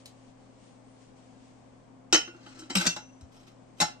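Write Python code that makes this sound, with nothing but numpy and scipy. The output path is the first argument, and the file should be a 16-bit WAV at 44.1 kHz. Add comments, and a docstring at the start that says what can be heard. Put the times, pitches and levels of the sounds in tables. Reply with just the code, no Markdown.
"""A quiet room hums and hisses. A soft thud and a bright tick open the scene; an enamelled steel lid rings
faintly in the hand and a thin squeak glides by. At 2.1 s the lid strikes the rim of an empty enamelled
can standing on cloth: each hit is a chatter of tiny touches that sets the metal ringing and clattering.
The lid slides, drops into its seat at 2.75 s with a hollow boom of trapped air and rubs on the rim.
A faint gritty swell leads into a last nudge at 3.8 s. A short room echo follows the hits."""
import sys
import numpy as np
from scipy import signal
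from scipy.io import wavfile

SR = 44100
rng = np.random.default_rng(int(sys.argv[2]) if len(sys.argv) > 2 else 0)


def dump_mix(stems):
    """Bounce the given channels to the path in sys.argv[1] as a 16-bit WAV at rate SR."""
    frames = np.atleast_2d(stems).T  # one column per channel
    limited = np.clip(frames, -1, 1)  # hard clip at full scale
    pcm = np.round(limited * 32767).astype(np.int16)
    wavfile.write(sys.argv[1], SR, pcm)


N = 176400
TIME = np.arange(N) / SR

# colour of the room tone: f/Hz, relative level/dB per Hz
ROOM_SPECTRUM = [(20, 0.5), (45, -13.5), (80, -13.5), (120, -20), (180, -6), (250, -4), (330, -14),
                 (520, -10), (900, -13.5), (1200, -24.5), (2500, -24.5), (4000, -28), (8500, -28),
                 (12500, -54.5), (18000, -70)]
# level of the treble hiss, which swells with faint rustles: t/s, level/dB (unity gain at TREBLE_UNITY_DB)
TREBLE_LEVEL = [(0.0, -66), (0.05, -75.5), (0.06, -63.5), (0.14, -74), (0.3, -72), (0.34, -77.5),
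                (0.41, -74), (0.55, -75.5), (0.65, -69.5), (0.82, -76.5), (1.0, -73), (1.01, -69),
                (1.15, -77), (1.17, -71.5), (1.37, -74), (1.47, -70.5), (1.53, -74.5), (2.1, -80)]
# how alike the room tone is left and right: f/Hz, correlation (negatives play as about 0)
STEREO_LIKENESS = [(60, 0.376), (180, 0.3), (550, 0.034), (1650, 0.114), (4970, -0.02), (15000, -0.06)]
# room hums: f/Hz, level/dB, width of the noise skirt/Hz, noise-to-tone ratio
HUMS = [(118.4, -62.5, 4.8, 0.079), (260.3, -60.5, 5.6, 0.3), (514, -73.5, 5.7, 0.28)]
# can pressed into the cloth: t/s, level/dB
THUDS = [(.058, -53), (2.131, -51), (2.764, -36), (2.866, -43), (3.221, -34), (3.82, -37)]
# partials of the tick: f/Hz, level/dB, t60/s
TICK_MODES = [(3160, -58, 0.15), (3900, -52, .1), (4080, -53, 0.074), (4440, -50, 0.065),
              (5000, -52, 0.041), (5350, -55, 0.045), (6870, -54, 0.086), (8560, -46, 0.055)]
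# faint tones, mostly the held lid ringing, plus a steady whistle beside the squeak: start/s, end/s, f/Hz,
# level/dB
FAINT_RINGS = [(.06, .14, 3042, -77), (.25, .3, 4520, -82), (.38, .52, 4520, -82), (.38, .53, 4040, -86),
               (.56, .66, 2860, -78), (.62, .69, 8350, -77), (.67, .73, 4520, -82)]
# glide of the squeak: t/s, f/Hz, level/dB
SQUEAK_GLIDE = [(.595, 7800, -95), (.62, 8350, -80), (.65, 8880, -78), (.69, 9120, -78), (.72, 8950, -80),
                (.77, 8050, -82), (.82, 7600, -88), (.87, 8400, -77), (.92, 9250, -80), (.965, 9620, -79),
                (1.01, 9350, -92)]
TILTED, SEATED, NUDGED, SETTLED = 0, 1, 2, 3   # how the lid sits
# lid meets rim: t/s, level/dB, chatter length/s, brightness/dB per octave,
# boom level/dB (before BOOM_GAIN_DB), boom f/Hz, how the lid sits
CONTACTS = [(2.126, -18.5, 0.014, 4, -21.5, 334.6, TILTED), (2.144, -20.5, 0.013, 1, -27.5, 311, TILTED),
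            (2.275, -49.5, 0.0097, -6, -46, 340, TILTED), (2.346, -64, 0.0053, -10.5, -60.5, 322, TILTED),
            (2.462, -50.5, 0.0099, -6.5, -70, 298, TILTED), (2.589, -50.5, 0.022, 3.5, -49.5, 310, SEATED),
            (2.621, -57, 0.014, -8.5, -47, 315, TILTED), (2.703, -45, 0.095, 3.5, -37, 297, TILTED),
            (2.752, -26.5, 0.0063, -0.5, -23, 181.8, SEATED),
            (2.767, -27.5, 0.016, 2.5, -25.5, 176.6, SEATED), (2.811, -37, 0.023, -3.5, -45.5, 345, SEATED),
            (2.852, -34.5, 0.0065, -3, -34.5, 255, SETTLED), (2.863, -22.5, .012, 1, -28.5, 171.6, SETTLED),
            (2.962, -38, 0.0053, -3.5, -51, 194, NUDGED), (3.209, -62, .005, 3, -63, 180, SEATED),
            (3.802, -23.5, 0.012, 1.5, -40, 164, NUDGED), (3.813, -24.5, 0.012, -2.5, -30.5, 167, NUDGED)]
# clear modes of lid and can: f/Hz, t60/s, relative level/dB when tilted, seated, nudged, settled
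METAL_MODES = [(345, 0.11, -14, -4.5, -15.5, -4), (616, 0.088, -15, -10.5, -8, -12.5),
               (844, 0.14, -15.5, -10, -3, -26), (1340, .16, -10, -5, -10.5, -12),
               (1438, .14, 0.5, -16, -7.5, -24), (1520, .14, -7.5, -3.5, -9.5, -5.5),
               (1549, 0.084, -11, -9, -14, -2), (1865, .12, -12.5, -16, -18, -10),
               (2090, .12, -11.5, -8.5, -9, -29), (2508, .45, -21, -26.5, -26.5, -25),
               (2527, .15, -9.5, -10, -13.5, -23), (2723, .2, -13, -12, -14, -6),
               (2741, 0.43, -9.5, -10, -14, -18), (3013, 0.19, -4, -31, -14, -15),
               (3080, 0.17, 1.5, -3.5, -13, -13.5), (3260, 0.071, -22.5, -20, -11, -25),
               (3550, .15, -17.5, -22, -26, -5.5), (3910, 0.093, -0.5, -2, 2, -7),
               (4030, .14, -13, -5, -7, -22), (4520, 0.079, -7.5, -9, -28, 4),
               (4700, 0.17, -7.5, -12, -14, -16), (4930, .13, -11.5, -29, -33, -22),
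               (5383, .11, -3, -0.5, -2.5, -13), (5450, .13, -5.5, -2, -1, -4),
               (5940, .5, -41.5, -34, -50, -13), (6130, .13, -8.5, -2, -9, 1),
               (6206, .14, -2.5, -9.5, -16, -3), (6470, .18, -18.5, -22, -7, -20),
               (6980, .12, -15.5, -11.5, -3, -15), (7122, 0.11, -9.5, -11, -13, -2),
               (7646, 0.058, -0.5, -2, -1.5, -1.5), (8190, .07, -22, -3.5, -10.5, -18),
               (8350, 0.02, -23.5, -12, -18, -7)]
# colour of the clatter, one curve for each way the lid sits: f/Hz, relative level/dB per Hz
CLATTER_SPECTRA = [
    [(240, -45), (400, -10), (1390, -7), (2290, -9), (2980, -10.5), (5380, -6), (7820, -16.5), (10500, -41),
     (12500, -37.5), (15700, -58), (16500, -67.5)],
    [(240, -38), (400, -15.5), (899, -6), (1460, -4), (2320, -6), (2670, -1.5), (6090, -6.5),
     (13700, -21.5), (16500, -27.5)],
    [(240, -47), (400, -29), (831, 5), (986, -6.5), (1330, -7.5), (2930, -7.5), (7010, -5.5),
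     (10000, -20.5), (12500, -21), (15300, -29), (16500, -50)],
    [(240, -38), (400, -13), (899, -5), (1460, -5.5), (2320, -6), (4500, -2.5), (6090, 2), (9000, -20),
     (13700, -27), (16500, -23)],
]
# three slides of the lid on the rim, then a faint gritty swell just before the last nudge:
# t/s, level/dB (before GRIT_GAIN_DB)
GRIT_CURVES = [
    [(2.25, -56.5), (2.414, -59.5), (2.448, -50), (2.636, -54), (2.686, -71), (2.702, -30), (2.72, -56)],
    [(2.77, -61), (2.785, -30), (2.82, -34), (2.85, -35), (2.89, -36), (2.92, -55), (2.945, -63)],
    [(3.28, -88), (3.326, -56.5), (3.332, -61), (3.426, -56.5), (3.462, -70.5), (3.472, -51), (3.6, -104)],
    [(3.74, -80.5), (3.785, -50.5), (3.8, -45)],
]

SIDES = np.array([[1], [-1]])   # left up, right down
LEFT_DB, LEFT_LAG_S = 1.4, 0.00018
ROOM_TONE_DB, TONE_LEFT_DB, TONE_TOP_HZ = -56.5, 1.6, 8890
TREBLE_UNITY_DB, TREBLE_LATE_DB = -71, -76.5
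TOUCHES_PER_S, FIRST_TOUCH, CHATTER_FADE = 2500, 1.6, 0.69
CLATTER_DB, CLATTER_T60_S, CLATTER_DAMPING, CLATTER_ALIKE = 6.5, 0.06, 0.19, 0.45
BOOM_GAIN_DB, BOOM_RISE_S, BOOM_T60_S = 12, 0.009, 0.1
SEALED_HZ, BOOM_SAG, BOOM_SAG_S = 250, 0.98, 0.0048   # below SEALED_HZ the squeezed air starts sharp
GRIT_GAIN_DB, GRIT_RING_DB, GRIT_DB_PER_OCTAVE = -8.5, -32, -1.5
GRIT_DAMPING_S = 0.12   # longer rings are stirred less by the grit
SLIDE_AIR_DB, SLIDE_AIR_HZ = -25, 305.4
ECHO_DB, ROOM_T60_S, WALL_CUT_HZ = -14, 0.26, 12000


def from_db(db):
    """Level to gain."""
    return 10 ** (np.asarray(db) / 20)


def rms_one(x):
    """Scale to unit power."""
    return x / np.sqrt(np.mean(x ** 2) + 1e-20)


def filtered(x, order, hz, kind="low"):
    """Butterworth filter."""
    return signal.sosfilt(signal.butter(order, hz, kind, fs=SR, output="sos"), x)


def at_hz(points, hz):
    """Read a curve on a log frequency axis."""
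    freqs, values = np.transpose(points)
    return np.interp(np.log(hz), np.log(freqs), values)


def in_time(rows, outside):
    """A level curve at every sample."""
    times, db = np.transpose(rows)
    return np.interp(TIME, times, db, outside, outside)


def ring(force, hz, t60):
    """Resonator: a unit click starts a dying sine of height 1."""
    r, w = from_db(-60 / (t60 * SR)), 2 * np.pi * hz / SR
    return signal.lfilter([0, np.sin(w)], [1, -2 * r * np.cos(w), r * r], force + 1e-18)


def waver(depth_db, rate_hz=30):
    """A gain that wanders at random around unity."""
    drift = filtered(rng.standard_normal(N + SR), 2, rate_hz)[SR:]
    return from_db(depth_db * rms_one(drift))


def grit(per_s, spread_db=3.5):
    """Uneven random clicks, unit power."""
    chance, size, sign = rng.random((3, N))
    height = from_db(-spread_db * np.log(size + 0.069))
    return rms_one((chance < per_s / SR) * height * np.sign(sign - .5))


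def placed(x):
    """Pan mono or stereo: louder and slightly later on the left."""
    left, right = np.broadcast_to(x, (2, N))
    return from_db(LEFT_DB * SIDES) * np.array([np.interp(TIME - LEFT_LAG_S, TIME, left), right])


def room_tone():
    """A wide bed of noise in half-octave bands; the treble flickers."""
    out, white = 0, rng.standard_normal((2, 2, N))
    treble_db = in_time(TREBLE_LEVEL, TREBLE_LATE_DB) - TREBLE_UNITY_DB
    edges = 18 * 2 ** np.arange(0, 10, .5)
    for k, (low, high) in enumerate(zip(edges, edges[1:])):
        hz = np.sqrt(low * high)
        mid, side = filtered(white[k % 2], 2, [low, high], "band")
        alike = at_hz(np.maximum(STEREO_LIKENESS, 1e-3), hz)
        band = np.sqrt(1 + alike) * mid + np.sqrt(1 - alike) * side * SIDES
        treble_share = np.clip(np.log2(hz / 1500), 0, 1)
        out += from_db(at_hz(ROOM_SPECTRUM, hz) + treble_share * treble_db) * band
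    return from_db(ROOM_TONE_DB + TONE_LEFT_DB * SIDES) * rms_one(filtered(out, 6, TONE_TOP_HZ))


def hums():
    """Low room tones, each made unsteady by a narrow skirt of noise."""
    out = 0
    for hz, db, width, ratio in HUMS:
        skirt = rms_one(ring(rng.standard_normal(N), hz, t60=9.3 / width))
        out += from_db(db) * rms_one(np.sin(2 * np.pi * hz * TIME) + ratio * skirt)
    return placed(out)


def thuds(hz=82.2, t60=0.099):
    """The can presses into the cloth: soft, quickly damped bass notes."""
    out = 0
    for start, db in THUDS:
        age = np.clip(TIME - start, 0, 1)
        attack = np.minimum(age * hz, 1)
        out += attack * from_db(db - 60 * age / t60) * np.sin(2 * np.pi * hz * age)
    return placed(out)


def tick(start=0.058, noise_db=-41.5, noise_hz=4760, noise_t60=0.046):
    """A small bright tick: high partials over a puff of noise."""
    age = np.clip(TIME - start, 0, 1)
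    ping = sum(from_db(db - 60 * age / t60) * np.sin(2 * np.pi * hz * age) for hz, db, t60 in TICK_MODES)
    noise = filtered(rng.standard_normal(N), 1, [noise_hz / 2, noise_hz * 2], "band")
    return placed(ping + (age > 0) * noise * from_db(noise_db - 60 * age / noise_t60))


def faint_rings():
    """Short, wavering swells of one pitch each: the held lid sings, and a steady whistle sits beside the
    squeak."""
    out = 0
    for start, end, hz, db in FAINT_RINGS:
        swell = np.sin(np.pi * np.clip((TIME - start) / (end - start), 0, 1))
        out += from_db(db) * waver(depth_db=2.5) * swell * np.sin(2 * np.pi * hz * TIME)
    return out * from_db(LEFT_DB * SIDES)


def squeak():
    """A thin, wavering whistle that glides up, down and up again."""
    times, hz, db = np.transpose(SQUEAK_GLIDE)
    cycles = np.cumsum(np.interp(TIME, times, hz)) / SR
    envelope = from_db(np.interp(TIME, times, db, -200, -200)) * waver(depth_db=2.5)
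    return envelope * np.sin(2 * np.pi * cycles) * from_db(LEFT_DB * SIDES)


def strikes(spread_db=1.5):
    """The lid chatters on the rim: the force on each clear mode and on each colour of clatter."""
    touches = grit(TOUCHES_PER_S)
    hz, _, *mode_db = np.transpose(METAL_MODES)
    mode_force, clatter_force = np.zeros((len(hz), N)), np.zeros((len(CLATTER_SPECTRA), N))
    for start, db, length, brightness, _, _, sits in CONTACTS:
        span = slice(int(start * SR), int((start + length) * SR))
        chatter = rms_one(touches[span])
        chatter[0] += FIRST_TOUCH
        chatter *= np.exp(-CHATTER_FADE * (TIME[span] - start) / length)
        # even out how strongly this chatter happens to excite each mode
        response = np.abs(np.exp(2j * np.pi * np.outer(hz, TIME[span])) @ chatter)
        response += np.linalg.norm(chatter) / 2
        levels = db + mode_db[sits] + brightness * np.log2(hz / 3000) + rng.normal(0, spread_db, len(hz))
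        mode_force[:, span] += np.outer(from_db(levels) / response, chatter)
        dull = np.clip(-brightness / 6, -.9, .9)
        coloured = signal.lfilter([1 - abs(dull)], [1, -dull], chatter)
        clatter_force[sits, span] += from_db(db + CLATTER_DB) * coloured / np.sqrt(length * 100)
    return mode_force, clatter_force


def metal_ring(forces, pan_spread_db=2):
    """Lid and can ring in clear modes; loose contact makes each one waver."""
    out, wobble = 0, waver(depth_db=3)
    for (hz, t60, *_), force in zip(METAL_MODES, forces):
        tone = ring(force, hz, t60) * np.roll(wobble, rng.integers(N))
        lag = round(SR * min(1 / hz / 4, LEFT_LAG_S))   # up to a quarter cycle late on the left
        pan_db = LEFT_DB + rng.normal(0, pan_spread_db) / 2
        out += np.array([np.roll(tone, lag), tone]) * from_db(pan_db * SIDES)
    return out


def clatter(force, spectrum, modes=240):
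    """A crowd of short, hand-damped modes at chance pitches; the high ones die sooner."""
    t = np.arange(SR // 6)[:, None] / SR
    detune, life, phase, *side_phase = rng.random((5, modes))
    hz = 400 + 15600 * ((np.arange(modes) + detune) / modes) ** 1.5
    t60 = CLATTER_T60_S * (.5 + life) * (3000 / hz) ** CLATTER_DAMPING
    envelope = from_db(at_hz(spectrum, hz) - 60 * t / t60) * np.sqrt(np.gradient(hz))
    phases = phase + (1 - CLATTER_ALIKE) * (np.array(side_phase) - .5)
    response = np.array([(envelope * np.sin(2 * np.pi * (hz * t + p))).sum(axis=1) for p in phases])
    response[:, :32] *= np.arange(32) / 32   # soften the attack
    response /= np.sqrt((response ** 2).sum() / 2)
    return placed(signal.fftconvolve(force[None], response)[:, :N])


def boom():
    """The air in the can swells and dies; the better the lid seals, the lower the pitch."""
    out, t = np.zeros(N + SR), np.arange(SR // 4) / SR
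    sag = BOOM_SAG * BOOM_SAG_S * (1 - np.exp(-t / BOOM_SAG_S))
    swell = (1 - np.exp(-t / BOOM_RISE_S)) ** 2
    for start, _, _, _, db, hz, _ in CONTACTS:
        cycles = hz * (t + (hz < SEALED_HZ) * sag)
        envelope = swell * from_db(db + BOOM_GAIN_DB - 60 * t / BOOM_T60_S)
        out[int(start * SR):][:len(t)] += envelope * np.sin(2 * np.pi * cycles)
    return placed(out[:N])


def slides_and_swell():
    """Fitful grit drives modes and clatter; the first slide also stirs the air in the can."""
    envelope = sum(from_db(in_time(curve, -200) + GRIT_GAIN_DB) for curve in GRIT_CURVES)
    grains = grit(per_s=1400) * envelope * waver(depth_db=3.5, rate_hz=24)
    hz, t60, *mode_db = np.transpose(METAL_MODES)
    gains = from_db(mode_db[SEATED] + GRIT_RING_DB + GRIT_DB_PER_OCTAVE * np.log2(hz / 3000))
    mode_force = np.outer(gains * np.minimum(GRIT_DAMPING_S / t60, 1), grains)
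    first_slide_end, second_slide_start = GRIT_CURVES[0][-1][0], GRIT_CURVES[1][0][0]
    clatter_force = np.zeros((len(CLATTER_SPECTRA), N))
    clatter_force[TILTED] = grains * (TIME < second_slide_start)
    clatter_force[SEATED] = grains * (TIME >= second_slide_start)
    air = from_db(SLIDE_AIR_DB) * ring(grains * (TIME < first_slide_end), SLIDE_AIR_HZ, t60=0.098)
    return mode_force, clatter_force, placed(air)


def lid():
    """Strikes and grit drive the same metal; the lows are rolled off."""
    mode_hits, clatter_hits = strikes()
    mode_grit, clatter_grit, air = slides_and_swell()
    metal = metal_ring(mode_hits + mode_grit)
    for force, spectrum in zip(clatter_hits + clatter_grit, CLATTER_SPECTRA):
        metal += clatter(force, spectrum)
    return filtered(metal + air, 2, 150, "high")


def room_echo(x):
    """Wall reflections: eight feedback delays a side, duller on every round."""
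    out, dull = np.zeros((2, N)), np.exp(-2 * np.pi * WALL_CUT_HZ / SR)
    for k, lag in enumerate((rng.uniform(.012, .035, 16) * SR).astype(int)):
        loop, state = x.copy(), [0.]
        gain = from_db(-60 * lag / SR / ROOM_T60_S)
        for i in range(lag, N, lag):
            back, state = signal.lfilter([gain * (1 - dull)], [1, -dull], loop[i - lag:i], zi=state)
            loop[i:i + lag] += back[:N - i]
        out[k % 2] += (loop - x) * (-1) ** (k // 2)
    return out


def scene():
    """The mix: thuds, tick and lid feed the echo; the other layers stay dry."""
    near = thuds() + tick() + lid()
    echo = from_db(ECHO_DB) * room_echo(near[1] + 1e-18)
    return room_tone() + hums() + near + faint_rings() + squeak() + boom() + echo


def record(dry, low_hz=30, top_hz=16600):
    """Trim the deepest bass and cut the very top steeply."""
    top_cut = signal.cheby2(12, 70, top_hz, fs=SR, output="sos")
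    return signal.sosfilt(top_cut, filtered(dry, 2, low_hz, "high"))


dry = scene()
out = record(dry)
dump_mix(out)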